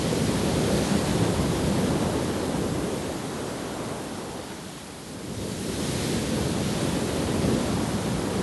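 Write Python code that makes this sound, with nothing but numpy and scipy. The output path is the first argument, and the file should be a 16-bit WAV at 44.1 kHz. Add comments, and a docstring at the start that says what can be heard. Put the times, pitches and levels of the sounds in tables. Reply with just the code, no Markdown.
"""Two sea waves break and run up a beach of coarse sand, close to the listener.
The first is already running up the sand. Clouds of trapped air roar and churn as pulsing low noise.
The foam front hisses, sizzles and sprays up the sand: bright noise mixed with single ringing bubbles.
Shallow water gurgles in the same way lower down, and bubbles again as it drains back.
A few low thumps of slammed air pockets and two short slaps of droplets stand out."""
import sys
import numpy as np
from scipy import signal
from scipy.io import wavfile
from scipy.ndimage import uniform_filter1d

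SR = 44100
rng = np.random.default_rng(int(sys.argv[2]) if len(sys.argv) > 2 else 0)


def master_out(mix):
    """Clip the mix to full scale and print it as 16-bit PCM to the path in sys.argv[1]."""
    frames = np.transpose(np.atleast_2d(mix))
    ceiling = np.clip(frames, -1, 1)
    pcm = np.round(ceiling * 32767).astype(np.int16)
    wavfile.write(sys.argv[1], SR, pcm)


N = 371322  # length of the scene in samples
TIME = np.arange(N) / SR  # seconds

# colour of the shallow water noise: (frequency [Hz], relative level [dB per Hz])
SHALLOW_COLOUR = [(400, 8.5), (700, 1.5), (980, -2), (1250, -5.5), (1900, -9.5), (2600, -12), (3300, -10.5),
                  (4100, -11), (5400, -13.5), (7500, -15), (11200, -15), (13000, -23.5)]


def gain_of(db):
    """Turns decibels into amplitude."""
    return 10 ** (np.asarray(db) / 20)


def evened(x):
    """Scales a signal to an average strength (rms) of 1."""
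    return x / np.sqrt(np.mean(x ** 2) + 1e-20)


def read(points, hz):
    """Reads a colour table, joined by straight lines over log frequency."""
    table_hz, level_db = np.transpose(points)
    return np.interp(np.log(hz + 1), np.log(table_hz + 1), level_db)


def drift(shape, size):
    """Chance that varies smoothly over time frames and frequencies, rms 1."""
    field = rng.standard_normal(shape)
    for axis, span in enumerate(size):
        field = uniform_filter1d(field, span, axis, mode="wrap")
    return evened(field)


def rush(colour, low_hz, high_hz, patchy_db, flicker_db, size=1024, order=8):
    """Countless bubbles of one range of sizes merge into noise that comes in uneven clumps."""
    hop = size // 4
    hz = np.fft.rfftfreq(size, 1 / SR) + 1  # the 1 avoids dividing by zero
    shape = (N // hop + 5, len(hz))
    low_side = 1 + (low_hz / hz) ** order
    high_side = 1 + (hz / high_hz) ** order
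    band = (low_side * high_side) ** -0.5
    # patches differ between frequencies, flicker moves them all together
    patches = patchy_db * drift(shape, size=(12, 9))
    flicker = flicker_db * drift((shape[0], 1), size=(6, 1))
    noise = rng.standard_normal(shape) + 1j * rng.standard_normal(shape)
    spectrum = noise * band * gain_of(read(colour, hz) + patches + flicker)
    _, sound = signal.istft(spectrum.T, nperseg=size, noverlap=size - hop)
    return evened(sound[:N])


def bubbles(colour, low_hz, high_hz, per_s, cycles, rise, spread_db, count=28):
    """Single near bubbles: each rings for a few cycles and rises in pitch as it nears the surface."""
    out = np.zeros(N)
    slots = N // 16  # most bubbles that can be born at one pitch
    for hz in np.geomspace(low_hz, high_hz, count):
        # age 1 is when the ring has died to about a third, after the given number of cycles
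        age = np.arange(int(5 * cycles * SR / hz) + 2) * hz / SR / cycles
        tone = np.sin(2 * np.pi * cycles * (age + rise * age ** 2 / 2))
        ring = tone * np.exp(-age) * (1 - np.exp(-10 * age))
        born, size_draw, place = rng.random((3, slots))
        live = born < per_s * N / SR / count / slots
        # many small bubbles, few loud ones
        size = gain_of(spread_db * np.minimum(-np.log(size_draw + 1e-9), 4))
        clicks = np.bincount((place[live] * N).astype(int), size[live], N)
        rings = evened(signal.oaconvolve(clicks, ring)[:N])
        # higher pitches stand further apart, so each carries a wider share of the colour
        out += gain_of(read(colour, hz)) * np.sqrt(hz) * rings
    return evened(out)


def blend(far, near, near_db):
    """Lets a share of single bubbles stand out of the merged noise."""
    return evened(far + gain_of(near_db) * near)


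def swell(s, width):
    """Power that rises and falls smoothly around a moment."""
    return np.exp(-2 * ((TIME - s) / width) ** 2)


def surf(layer, backwash_db, far_db, bursts):
    """Gain of one layer: every wave rises, holds, fades and runs back, over short bursts and the far shore."""
    # the waves: (time of breaking [s], strength [dB])
    waves = [(-1.41, 1.74), (5, 0.0)]
    rise_power = 1.46  # power grows as this power of the time since the layer began
    # the water runs back fastest this long after the break
    backwash_age_s, backwash_width_s = 5.17, 0.77
    db, delay, rise, hold, fade = layer
    power = gain_of(far_db) ** 2
    for s, width, burst_db in bursts:
        power = power + gain_of(burst_db) ** 2 * swell(s, width)
    for start, strength_db in waves:
        age = TIME - start
        growth = np.clip((age - delay) / rise, 0, 1) ** rise_power
        run_up = growth * gain_of(db - fade * np.maximum(age - hold, 0)) ** 2
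        run_back = gain_of(backwash_db) ** 2 * swell(start + backwash_age_s, backwash_width_s)
        power = power + gain_of(strength_db) ** 2 * (run_up + run_back)
    return np.sqrt(power)


def crashes(offset_db):
    """The foam front crashing onto the sand, at its level in one layer."""
    # (time [s], half length [s], level in the hiss [dB])
    crash_table = [(0.847, 0.21, -44), (6.0, 0.23, -41.5), (6.8, .2, -47.5)]
    return [(s, width, db + offset_db) for s, width, db in crash_table]


def breaker():
    """Clouds of air pulse under the falling crest: large ones roar, small ones churn."""
    # colour of the deep water noise: (frequency [Hz], relative level [dB per Hz])
    deep_colour = [(20, -48), (30, -36), (42, -19), (65, -5), (95, -3.5), (120, -2.5), (150, -0.5),
                   (195, 0.5), (300, -3.5), (450, -6.5), (560, -8.5), (720, -15.5), (1100, -15.5)]
    # heavy parts of the crest tumbling over: (time [s], half length [s], roar [dB], churn [dB])
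    surges = [(0.24, 0.14, -32, -28.5), (0.686, 0.12, -35, -29.5), (1.16, 0.29, -30, -32.5),
              (2.6, .16, -33, -46), (5.33, 0.25, -38.5, -41), (6.473, .24, -33, -36),
              (7.466, .34, -30.5, -32)]
    # how each layer follows a wave of strength 0 dB:
    # (level [dB], delay [s], rise [s], age when fading starts [s], fade [dB per s])
    roar_course = (-29, 0.16, 1, 3.5, 9)
    churn_course = (-31.5, 0.02, 1.06, 4, 7)
    roar_bursts = [(s, width, db) for s, width, db, _ in surges]
    churn_bursts = [(s, width, db) for s, width, _, db in surges]
    roar = surf(roar_course, backwash_db=-42.7, far_db=-43.0, bursts=roar_bursts)
    churn = surf(churn_course, backwash_db=-40.5, far_db=-58, bursts=churn_bursts)
    large = rush(deep_colour, 34, 278, patchy_db=0.1, flicker_db=0.5, size=4096)
    small = rush(deep_colour, 282, 683, patchy_db=0.95, flicker_db=1.03, size=2048)
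    return roar * large + churn * small


def wash():
    """Shallow water tumbles over the sand and gurgles: merged noise with single bubbles in it."""
    # (level [dB], delay [s], rise [s], age when fading starts [s], fade [dB per s])
    flow_course = (-37.5, 0.3, 2, 3.5, 4.8)
    flow = surf(flow_course, backwash_db=-43.5, far_db=-50.5, bursts=crashes(-4))
    far = rush(SHALLOW_COLOUR, 690, 1710, patchy_db=0.7, flicker_db=0.7, order=6)
    near = bubbles(SHALLOW_COLOUR, 697, 1790, per_s=800, cycles=5.5, rise=0.013, spread_db=2.5)
    return flow * blend(far, near, near_db=-9)


def foam_hiss():
    """The foam front hisses as merged noise and fizzes as small single bubbles."""
    # (level [dB], delay [s], rise [s], age when fading starts [s], fade [dB per s])
    hiss_course = (-39.5, 0.21, 0.8, 2.5, 3.5)
    hiss = surf(hiss_course, backwash_db=-54.5, far_db=-50.0, bursts=crashes(0))
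    far = rush(SHALLOW_COLOUR, 1640, 4900, patchy_db=0.58, flicker_db=0.6, order=6)
    fizz = bubbles(SHALLOW_COLOUR, 1790, 5174, per_s=1800, cycles=10.3, rise=0.01, spread_db=5.0)
    return hiss * blend(far, fizz, near_db=-10.0)


def foam_spray():
    """The smallest bubbles burst as spray: the brightest noise, with short pops in it."""
    # (level [dB], delay [s], rise [s], age when fading starts [s], fade [dB per s])
    spray_course = (-42, 0.17, 0.57, 2.5, 2.5)
    spray = surf(spray_course, backwash_db=-62, far_db=-54, bursts=crashes(0.5))
    far = rush(SHALLOW_COLOUR, 5620, 13600, patchy_db=0.95, flicker_db=0.37)
    pops = bubbles(SHALLOW_COLOUR, 5860, 10600, per_s=3900, cycles=3.9, rise=0.02, spread_db=3.0)
    return spray * blend(far, pops, near_db=-11)


def foam_sizzle():
    """Fresh foam sizzles brightly, as patchy noise that fades soon after the break."""
    # (level [dB], delay [s], rise [s], age when fading starts [s], fade [dB per s])
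    sizzle_course = (-46, 0.18, 0.7, 1.0, 4.5)
    sizzle = surf(sizzle_course, backwash_db=-66, far_db=-57, bursts=crashes(-3))
    return sizzle * rush(SHALLOW_COLOUR, 3800, 6000, patchy_db=2.0, flicker_db=1.0)


def splashes():
    """The edge of the water folds over and throws a short burst of droplets."""
    # slaps of the foam edge on the sand: (time [s], level [dB], centre [Hz], half length [s])
    slaps = [(0.765, -42, 5500, 0.04), (4.535, -47, 2600, .035)]
    out = np.zeros(N)
    for s, db, hz, length in slaps:
        droplets = rush(SHALLOW_COLOUR, hz / 2, hz * 2, patchy_db=4.0, flicker_db=5.0)
        out += gain_of(db) * np.exp(-((TIME - s) / length) ** 2) * droplets
    return out


def thumps():
    """An air pocket slammed shut under the breaker gives a few low swings as it collapses."""
    # (time [s], peak level [dB], pitch [Hz], half length [s])
    air_pockets = [(1.227, -22, 110, 0.028), (4.197, -42, 190, 0.0099), (4.412, -38, 180, 0.013),
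                   (4.504, -31, 210, 0.0068)]
    out = np.zeros(N)
    for s, db, hz, length in air_pockets:
        swings = np.sin(2 * np.pi * (hz * TIME + rng.random()))
        out += gain_of(db) * np.exp(-((TIME - s) / length) ** 2) * swings
    return out


def scene():
    """Open air, no echo; the same in both ears."""
    foam = foam_hiss() + foam_spray() + foam_sizzle()
    sea = breaker() + wash() + foam + splashes() + thumps()
    return np.array([sea, sea])


def record(dry):
    """The recorder's band limit: a steep filter removes the highest treble."""
    edge_hz = 11880
    low_pass = signal.firwin(401, edge_hz, window=("kaiser", 9), fs=SR)
    return signal.oaconvolve(dry, low_pass[None], "same")


dry = scene()
out = record(dry)
master_out(out)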